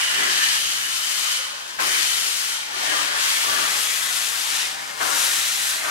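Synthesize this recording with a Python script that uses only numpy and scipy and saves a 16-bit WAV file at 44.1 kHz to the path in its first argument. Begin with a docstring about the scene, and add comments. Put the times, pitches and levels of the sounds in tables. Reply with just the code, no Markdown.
"""Open cylinder cocks of a steam locomotive, pulling away in a wooded cutting, blow bright crackling noise
that the valves cut off and release. Its chimney gives slow deep beats: filtered noise under level envelopes.
A slatted fence on the right adds a fuzzy climbing tone, noise bands at a pitch and its multiples.
A faint low rumble lies beneath. Two microphone ports receive it all partly in opposite phase."""
import sys
import numpy as np
from scipy import signal
from scipy.fft import rfft, irfft
from scipy.io import wavfile
from scipy.ndimage import uniform_filter1d

SR = 44100
rng = np.random.default_rng(int(sys.argv[2]) if len(sys.argv) > 2 else 0)


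def generate_wav(sig):
    """Save sig (samples, or channels by samples) to the path in sys.argv[1] as 16-bit PCM at SR."""
    pcm = np.round(np.clip(np.atleast_2d(sig).T, -1, 1) * 32767).astype(np.int16)
    wavfile.write(sys.argv[1], SR, pcm)


N = 260190
FFT_SIZE, HOP = 2048, 512
HZ = np.fft.rfftfreq(FFT_SIZE, 1 / SR)[:, None]
FRAME_S = np.arange(N // HOP + 4) * HOP / SR

# spectral density of the low rumble: f/Hz, density/dB
RUMBLE_SPECTRUM = [(15, -45), (30, -20), (45, -7), (75, -12), (110, -3), (150, -6), (300, -5), (700, -5.5),
                   (2000, -16)]
# slow swell of the rumble: t/s, level/dB
RUMBLE_LEVEL = [(0, -65.5), (.6, -62.5), (1.4, -70.5), (2.1, -63), (2.65, -68), (3.3, -66.5), (4.3, -68),
                (4.8, -64), (5.9, -65)]
THUD_DB, RUMBLE_PAN_DB = -22, 3.5  # thud of each beat against its puff; left minus right

# coherence of the two ports: f/Hz, coherence
PORT_COHERENCE = [(30, .92), (90, .6), (250, .5), (700, .62), (1500, .56), (3000, .4), (6000, .38),
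                  (10000, .39), (15000, .41)]
# phase between the ports: f/Hz, phase/rad
PORT_PHASE = [(60, 3.14), (700, 2.95), (2000, 2.6), (3400, 2.0), (5000, 2.45), (15000, 2.45)]
# extra left minus right: f/Hz, level/dB
PORT_LEAN = [(60, -0.5), (300, -1.5), (1200, -0.5), (3300, -6), (5500, -3.5), (9000, -1), (15000, -1.5)]
# arrival lag between the ports as the engine draws on: t/s, lag/us
PORT_LAG = [(0, 4), (3.3, 7), (4, 44), (5.9, 57)]
BAND_LIMIT_HZ = 15800

# fence echo: t/s, f/Hz, level against the hiss before port gains/dB,
# second tone minus first/dB, third tone minus first/dB, width of the first tone/Hz
FENCE_ECHO = [(0, 2980, 3.5, -14, -24, 380), (.15, 2930, 8.5, -19, -20, 400), (.3, 3040, 0, -15, -24, 380),
              (.5, 3050, 5, -13, -22, 550), (.8, 2980, 3, -15, -23, 300), (1.2, 3050, -0.5, -9, -22, 200),
              (1.5, 3040, 4, -15, -22, 200), (1.75, 3080, -3, -14.5, -16, 200),
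              (1.86, 3045, 5, -12, -13, 240), (2.05, 3045, -0.5, -7.5, -11, 262),
              (2.3, 3100, -4.5, -5, -6.5, 300), (2.7, 3100, -0.5, -6, -15, 300),
              (3.1, 3220, -0.5, -15, -22, 400), (3.4, 3270, -3.5, -13, -18, 800),
              (3.7, 3270, 0, -7, -23, 450), (4.1, 3400, -0.5, -7, -20, 480), (4.5, 3680, -5, -8, -18, 320),
              (5.2, 3800, -2, -10, -20, 350), (5.5, 3990, -5, -12, -21, 350)]
FENCE_DELAY_S = 0.03  # the detour by the fence
FENCE_CUT_SHARE = 0.35  # a weak jet loses its tone faster than its hiss

# spectral density of a puff: f/Hz, density/dB
PUFF_SPECTRUM = [(20, -48), (60, -26), (120, -12.5), (250, -8.5), (400, -2), (700, 3.5), (1000, 6),
                 (1600, -22)]
# spectral density of the rush: f relative to its centre, density/dB
RUSH_SPECTRUM = [(.25, -37.5), (.5, -13), (.75, -3), (1.1, 0), (1.45, -4), (2.1, -9), (3.8, -35)]
# chimney resonances: f/Hz, width/Hz, boost/dB
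STACK_RESONANCES = [(294, 47, 7.5), (374, 130, 3.5), (600, 37, 4), (813, 130, 1.5), (1145, 30, 2.5),
                    (1435, 33, 1.5), (1790, 45, 3)]
# exhaust beats: t/s, rise/s, hold/s, puff fade/(dB/s), relative puff level/dB, relative depth of the puff,
# relative rush level/dB, left minus right/dB, centre f of the rush/Hz, bark at the front/dB
EXHAUST_BEATS = [(0.055, 0.16, 0.016, 53, -39, 4, -27, 5.5, 1680, 0),
                 (1.782, .016, 0.037, 65, -39.5, 4.5, -25, 6.5, 1360, 3),
                 (2.61, .33, 0.075, 30, -40.5, 0, -32, 7.5, 1530, 2),
                 (3.41, 0.083, 0.1, 50, -39, 4, -27.5, 7.5, 1480, 0),
                 (4.996, 0.017, 0.083, 41, -40.5, 1, -29, 9.5, 1380, 4.5),
                 (5.754, 0.1, .1, 40, -47, 0, -30, 11, 1380, -0.5)]
# steady draught in the stack: t/s, relative rush level/dB, relative low level/dB
STACK_DRAUGHT = [(0, -29, -52), (.3, -30.5, -51), (.45, -29, -56), (.62, -35, -56), (.9, -35, -52.5),
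                 (1.3, -33, -51.5), (2.2, -40.5, -53.5), (2.55, -35.5, -52.5), (3.35, -29.5, -46.5),
                 (3.85, -36.5, -49), (4.25, -33.5, -49), (4.45, -34, -47), (4.62, -33, -47),
                 (5.28, -36, -50), (5.4, -33, -52), (5.55, -36.5, -51), (5.7, -32.5, -47.5)]
DRAUGHT_DEPTH, DRAUGHT_PAN_DB = -2, 6.5
DRAUGHT_CUT_SHARE = 0.39  # share of the cocks' cutoff, in dB, felt by the draught
DRAUGHT_HZ, SINK_HZ_PER_DB = 1724, 29  # centre of the rush; it sinks as the cocks close
CLIMB_S = 0.094  # time constant of the climb back from a beat's own centre
RUSH_FADE_SHARE = 0.61  # the rush dies more slowly than the puff
BARK_S = 0.019

# spectral density of the steam hiss: f/Hz, density/dB
HISS_SPECTRUM = [(300, -29.5), (1200, -7), (2200, -2.5), (3000, 1), (4000, 0.5), (5500, -1), (7500, -3.5),
                 (10000, -6.5), (12500, -11.5), (15800, -22)]
# steam at the open cocks: t/s, level/dB, treble tilt/dB, left minus right/dB
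COCK_STEAM = [(0, -29.5, -1.5, 7.5), (.27, -30, 0.5, 8.5), (.32, -28, -2, 8.5), (.47, -26.5, -0.5, 8),
              (.85, -31.5, 1.5, 8), (1.22, -29.5, 1, 10.5), (1.36, -29, 0, 7.5), (1.85, -30.5, 1, 12.5),
              (1.97, -27, 0, 10), (2.36, -29.5, 2, 10), (2.53, -31, 0.5, 9), (3.02, -30.5, -3.5, 11),
              (3.29, -27, 2, 8), (3.63, -29.5, 1, 9.5), (3.84, -29.5, 4, 10.5), (4.09, -31, 4, 10),
              (4.17, -28.5, 3, 9.5), (4.32, -32, 5, 11), (4.6, -29.5, 0, 9), (5.06, -31.5, 2, 11.5),
              (5.18, -26.5, 6.5, 8.5), (5.55, -28.5, 4.5, 7), (5.7, -28, 6, 6)]
# valve cutoffs: t at the start of closing/s, closing/s, shut/s, opening/s, level change on closing/dB
VALVE_CUTOFFS = [(1.336, 0.2, 0.252, 0.017, -10), (2.528, 0.15, .02, .16, -8), (3.03, 0.084, .01, 0.1, -4),
                 (4.624, .13, .21, 0.063, -8.5), (5.693, 0.12, .2, .05, -5)]
SHUT_SAG_DB_PER_S = 7.5  # trapped steam keeps draining while a cock is shut
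DULL_PER_DB, SHUT_PAN_PER_DB = 0.46, 0.26  # a falling jet dulls and moves towards the middle


def amp(db):
    return 10 ** (np.asarray(db) / 20)


def evened(x):
    """Normalisation to unit rms."""
    return x / np.sqrt(np.mean(x ** 2) + 1e-20)


def over_hz(points, hz):
    """Interpolation on a logarithmic frequency axis."""
    f, value = np.transpose(points)
    return np.interp(np.log(hz + 1), np.log(f + 1), value)


def over_time(rows, t):
    """Linear interpolation of every column in time."""
    s, *columns = np.transpose(rows)
    return [np.interp(t, s, column) for column in columns]


def power_sum(levels_db):
    """Incoherent superposition: powers add."""
    return 10 * np.log10(np.sum(amp(levels_db) ** 2, axis=0) + 1e-20)


def blend(levels_db, values):
    """Power weighting: the mean of values, each weighted by the power that carries it."""
    power = amp(levels_db) ** 2
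    return np.sum(power * np.array(values)[:, None], axis=0) / power.sum(0)


def flutter(top_hz):
    """Random modulation: low-passed noise of rms 1, a wobble common to a jet's whole spectrum."""
    spectrum = rfft(rng.standard_normal(N))
    low_pass = 1 / (1 + (np.fft.rfftfreq(N, 1 / SR) / top_hz) ** 2)
    return evened(irfft(spectrum * low_pass, N))


def banded(pair, lo_hz, hi_hz):
    """Parseval's theorem: scales a pair so that its middle has rms 1 inside a band."""
    spectrum, hz = rfft(pair.mean(0)), np.fft.rfftfreq(N, 1 / SR)
    in_band = spectrum[(hz > lo_hz) & (hz < hi_hz)]
    return pair / np.sqrt(2 * np.sum(abs(in_band) ** 2)) * N


def resynthesis(spectra):
    """Overlap-add: short-time spectra become signals."""
    return signal.istft(spectra, nperseg=FFT_SIZE, noverlap=FFT_SIZE - HOP)[1][..., :N]


def placed(pair, level_db, pan_db):
    """Intensity stereophony: a level difference shared equally between the ports."""
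    return pair * amp(level_db + np.array([pan_db, -pan_db]) / 2)


def crackle(share=.5, density=.08):
    """Shock noise of a fast jet: one-sided clicks hold a share of the power, white noise the rest."""
    shape = (2, N + FFT_SIZE)
    clicks = -1. * (rng.random(shape) < density) * rng.uniform(.5, 1.5, shape)
    shocks = np.sqrt(share) * evened(clicks - clicks.mean())
    mix = shocks + np.sqrt(1 - share) * rng.standard_normal(shape)
    spectra = signal.stft(mix, nperseg=FFT_SIZE, noverlap=FFT_SIZE - HOP)[2]
    return spectra[..., :len(FRAME_S)]


def turbulence(colour_db, patchy_db, ripple_db):
    """Partial coherence: drifting patchy jet noise at two ports; echoes leave narrow lasting ripples."""
    patches, *ripples = rng.standard_normal((len(FRAME_S), len(HZ), 3)).T
    patches = evened(uniform_filter1d(uniform_filter1d(patches, size=24, axis=0), size=7, axis=1))
    # one ripple pattern per port, narrow in frequency and long in time
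    ripples = evened(uniform_filter1d(uniform_filter1d(ripples, size=2, axis=1), size=30, axis=2))
    lag_s = over_time(PORT_LAG, FRAME_S)[0] * 1e-6
    phase = over_hz(PORT_PHASE, HZ) - 2 * np.pi * HZ * lag_s
    shared = np.clip(over_hz(PORT_COHERENCE, HZ), 0, 1) * np.exp(1j * phase)
    left, other = crackle()
    right = shared * left + np.sqrt(abs(1 - abs(shared) ** 2)) * other
    lean = amp(over_hz(PORT_LEAN, HZ) / 2)
    colour = amp(colour_db + patchy_db * patches + ripple_db * ripples)
    return resynthesis(np.array([left * lean, right / lean]) * colour)


def cutoff_db(t):
    """Throttling: how far the valves hold the steam down, with a sag while shut."""
    total = 0
    for start, closing, shut, opening, drop_db in VALVE_CUTOFFS:
        corners = np.cumsum([start, closing, shut, opening])
        total = total + np.interp(t, corners, [0, drop_db, drop_db - SHUT_SAG_DB_PER_S * shut, 0])
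    return total


def hiss_db(t):
    """Gain in series: steam level and valve cutoff add in decibels."""
    return over_time(COCK_STEAM, t)[0] + cutoff_db(t)


def beat_db(t, start, rise, hold, fade, bark_db):
    """Pulse envelope: linear swell raised by a brief bark, hold at 0 dB, exponential decay."""
    after = np.maximum(t - start - rise, 0)
    swell_db = 20 * np.log10(np.clip((t - start) / rise, 1e-4, 1))
    return swell_db + bark_db * np.exp(-(after / BARK_S) ** 2) - fade * np.maximum(after - hold, 0)


def exhaust(t):
    """Superposed exhaust flow: puff dB, relative depth, rush dB, rush centre Hz, left minus right dB."""
    rush_db, low_db = over_time(STACK_DRAUGHT, t)
    puffs, depths = [low_db], [DRAUGHT_DEPTH]
    rushes, pans = [rush_db + DRAUGHT_CUT_SHARE * cutoff_db(t)], [DRAUGHT_PAN_DB]
    centre_hz = DRAUGHT_HZ + SINK_HZ_PER_DB * cutoff_db(t)
    for start, rise, hold, fade, puff_db, depth, blast_db, pan_db, hz, bark_db in EXHAUST_BEATS:
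        puffs.append(puff_db + beat_db(t, start, rise, hold, fade, bark_db))
        rushes.append(blast_db + beat_db(t, start, rise, hold, RUSH_FADE_SHARE * fade, bark_db))
        depths.append(depth)
        pans.append(pan_db)
        # the centre moves to the beat's own frequency, then climbs back
        after_hold = np.maximum(t - start - rise - hold, 0)
        fresh = np.clip((t - start) / rise, 0, 1) * np.exp(-after_hold / CLIMB_S)
        centre_hz = centre_hz + fresh * (hz - centre_hz)
    return power_sum(puffs), blend(puffs, depths), power_sum(rushes), centre_hz, blend(rushes, pans)


def rumble():
    """Low-frequency radiation: faint noise, nearly opposite in the ports, that swells with each beat."""
    low = banded(turbulence(over_hz(RUMBLE_SPECTRUM, HZ), patchy_db=.6, ripple_db=1.6), 35, 160)
    t = np.arange(N) / SR
    levels = over_time(RUMBLE_LEVEL, t)
    for start, rise, hold, fade, puff_db, *_ in EXHAUST_BEATS:
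        levels.append(THUD_DB + puff_db + beat_db(t, start, rise, hold, fade, bark_db=0))
    return placed(low, power_sum(levels), np.full(N, RUMBLE_PAN_DB))


def fence():
    """Periodic reflection: even slats return a band and its multiples, climbing as the engine's angle changes."""
    hz, level_db, second_db, third_db, width = over_time(FENCE_ECHO, FRAME_S)
    tones = 0
    for multiple, tone_db in enumerate([0, second_db, third_db], start=1):
        offset = 2 * (HZ - multiple * hz) / (width * np.sqrt(multiple))
        tones = tones + amp(tone_db) / (1 + offset ** 4)
    real, imaginary, ripples = rng.standard_normal((len(FRAME_S), len(HZ), 2, 3)).T
    ripples = evened(uniform_filter1d(uniform_filter1d(ripples, size=3, axis=1), size=20, axis=2))
    noise = real + 1j * imaginary
    other, right = noise * tones / np.sqrt(width) * amp(2.0 * ripples)
    left = 0.52 * right * np.exp(-.6j) + 0.65 * other  # the left port shares part of it, turned in phase
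    left *= amp(5.4 * np.log2(HZ / hz + .1))  # the higher tones spread further to the left
    echo = evened(resynthesis(np.array([left, right])))
    t = np.arange(N) / SR
    late = t - FENCE_DELAY_S
    late_db = hiss_db(late) + FENCE_CUT_SHARE * cutoff_db(late)
    echo_db = late_db + np.interp(t, FRAME_S, level_db) + 1.0 * flutter(top_hz=10)
    return echo * amp(echo_db + np.array([[-9.], [-1.5]]))  # left and right gains in dB


def chimney():
    """Resonant filtering: the stack colours low exhaust puffs and the rush of the blast nozzle above them."""
    low_db, _, rush_db, _, pan_db = exhaust(np.arange(N) / SR)
    _, depth, _, centre_hz, _ = exhaust(FRAME_S)
    stack_db = sum(db / (1 + (2 * (HZ - hz) / width) ** 2) for hz, width, db in STACK_RESONANCES)
    deep_tilt = np.clip(np.log(550 / (HZ + 1)), -.5, 1)
    puff_colour_db = over_hz(PUFF_SPECTRUM, HZ) + 1.4 * depth * deep_tilt
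    share, shape_db = np.transpose(RUSH_SPECTRUM)
    rush_colour_db = np.interp(np.log(HZ / centre_hz + 1e-9), np.log(share), shape_db)
    puff = banded(turbulence(puff_colour_db + stack_db, patchy_db=0.46, ripple_db=4.0), 200, 860)
    rush = banded(turbulence(rush_colour_db + stack_db, patchy_db=1.5, ripple_db=3.5), 980, 2330)
    eddies_db = 0.3 * flutter(top_hz=9.4) + 0.29 * flutter(top_hz=150)
    return placed(puff * amp(low_db - 2.5) + rush * amp(rush_db - 3.0), eddies_db, pan_db)


def cocks():
    """Jet noise: a wide wet-steam hiss dulls as pressure drops and flutters as water passes."""
    t = np.arange(N) / SR
    pan_db = over_time(COCK_STEAM, t)[2] + SHUT_PAN_PER_DB * cutoff_db(t)
    bright_db = over_time(COCK_STEAM, FRAME_S)[1] + DULL_PER_DB * cutoff_db(FRAME_S)
    tilt = np.clip(np.log(HZ / 6500 + 1e-9) / 1.05, -.3, 1.5)  # pivots in mid treble
    colour_db = over_hz(HISS_SPECTRUM, HZ) + tilt * bright_db
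    hiss = banded(turbulence(colour_db, patchy_db=0.48, ripple_db=1.5), 4100, 9330)
    flutter_db = 0.5 * flutter(top_hz=24) + 0.17 * flutter(top_hz=200)
    return placed(hiss, hiss_db(t) + flutter_db, pan_db)


def scene():
    """Linear superposition of the four sources."""
    return rumble() + fence() + chimney() + cocks()


def record(dry):
    """Band limitation: the recorder acts as a linear-phase low-pass filter."""
    low_pass = signal.firwin(1023, BAND_LIMIT_HZ, window=("kaiser", 10), fs=SR)
    return signal.oaconvolve(dry, low_pass[None], "same")


dry = scene()
out = record(dry)
generate_wav(out)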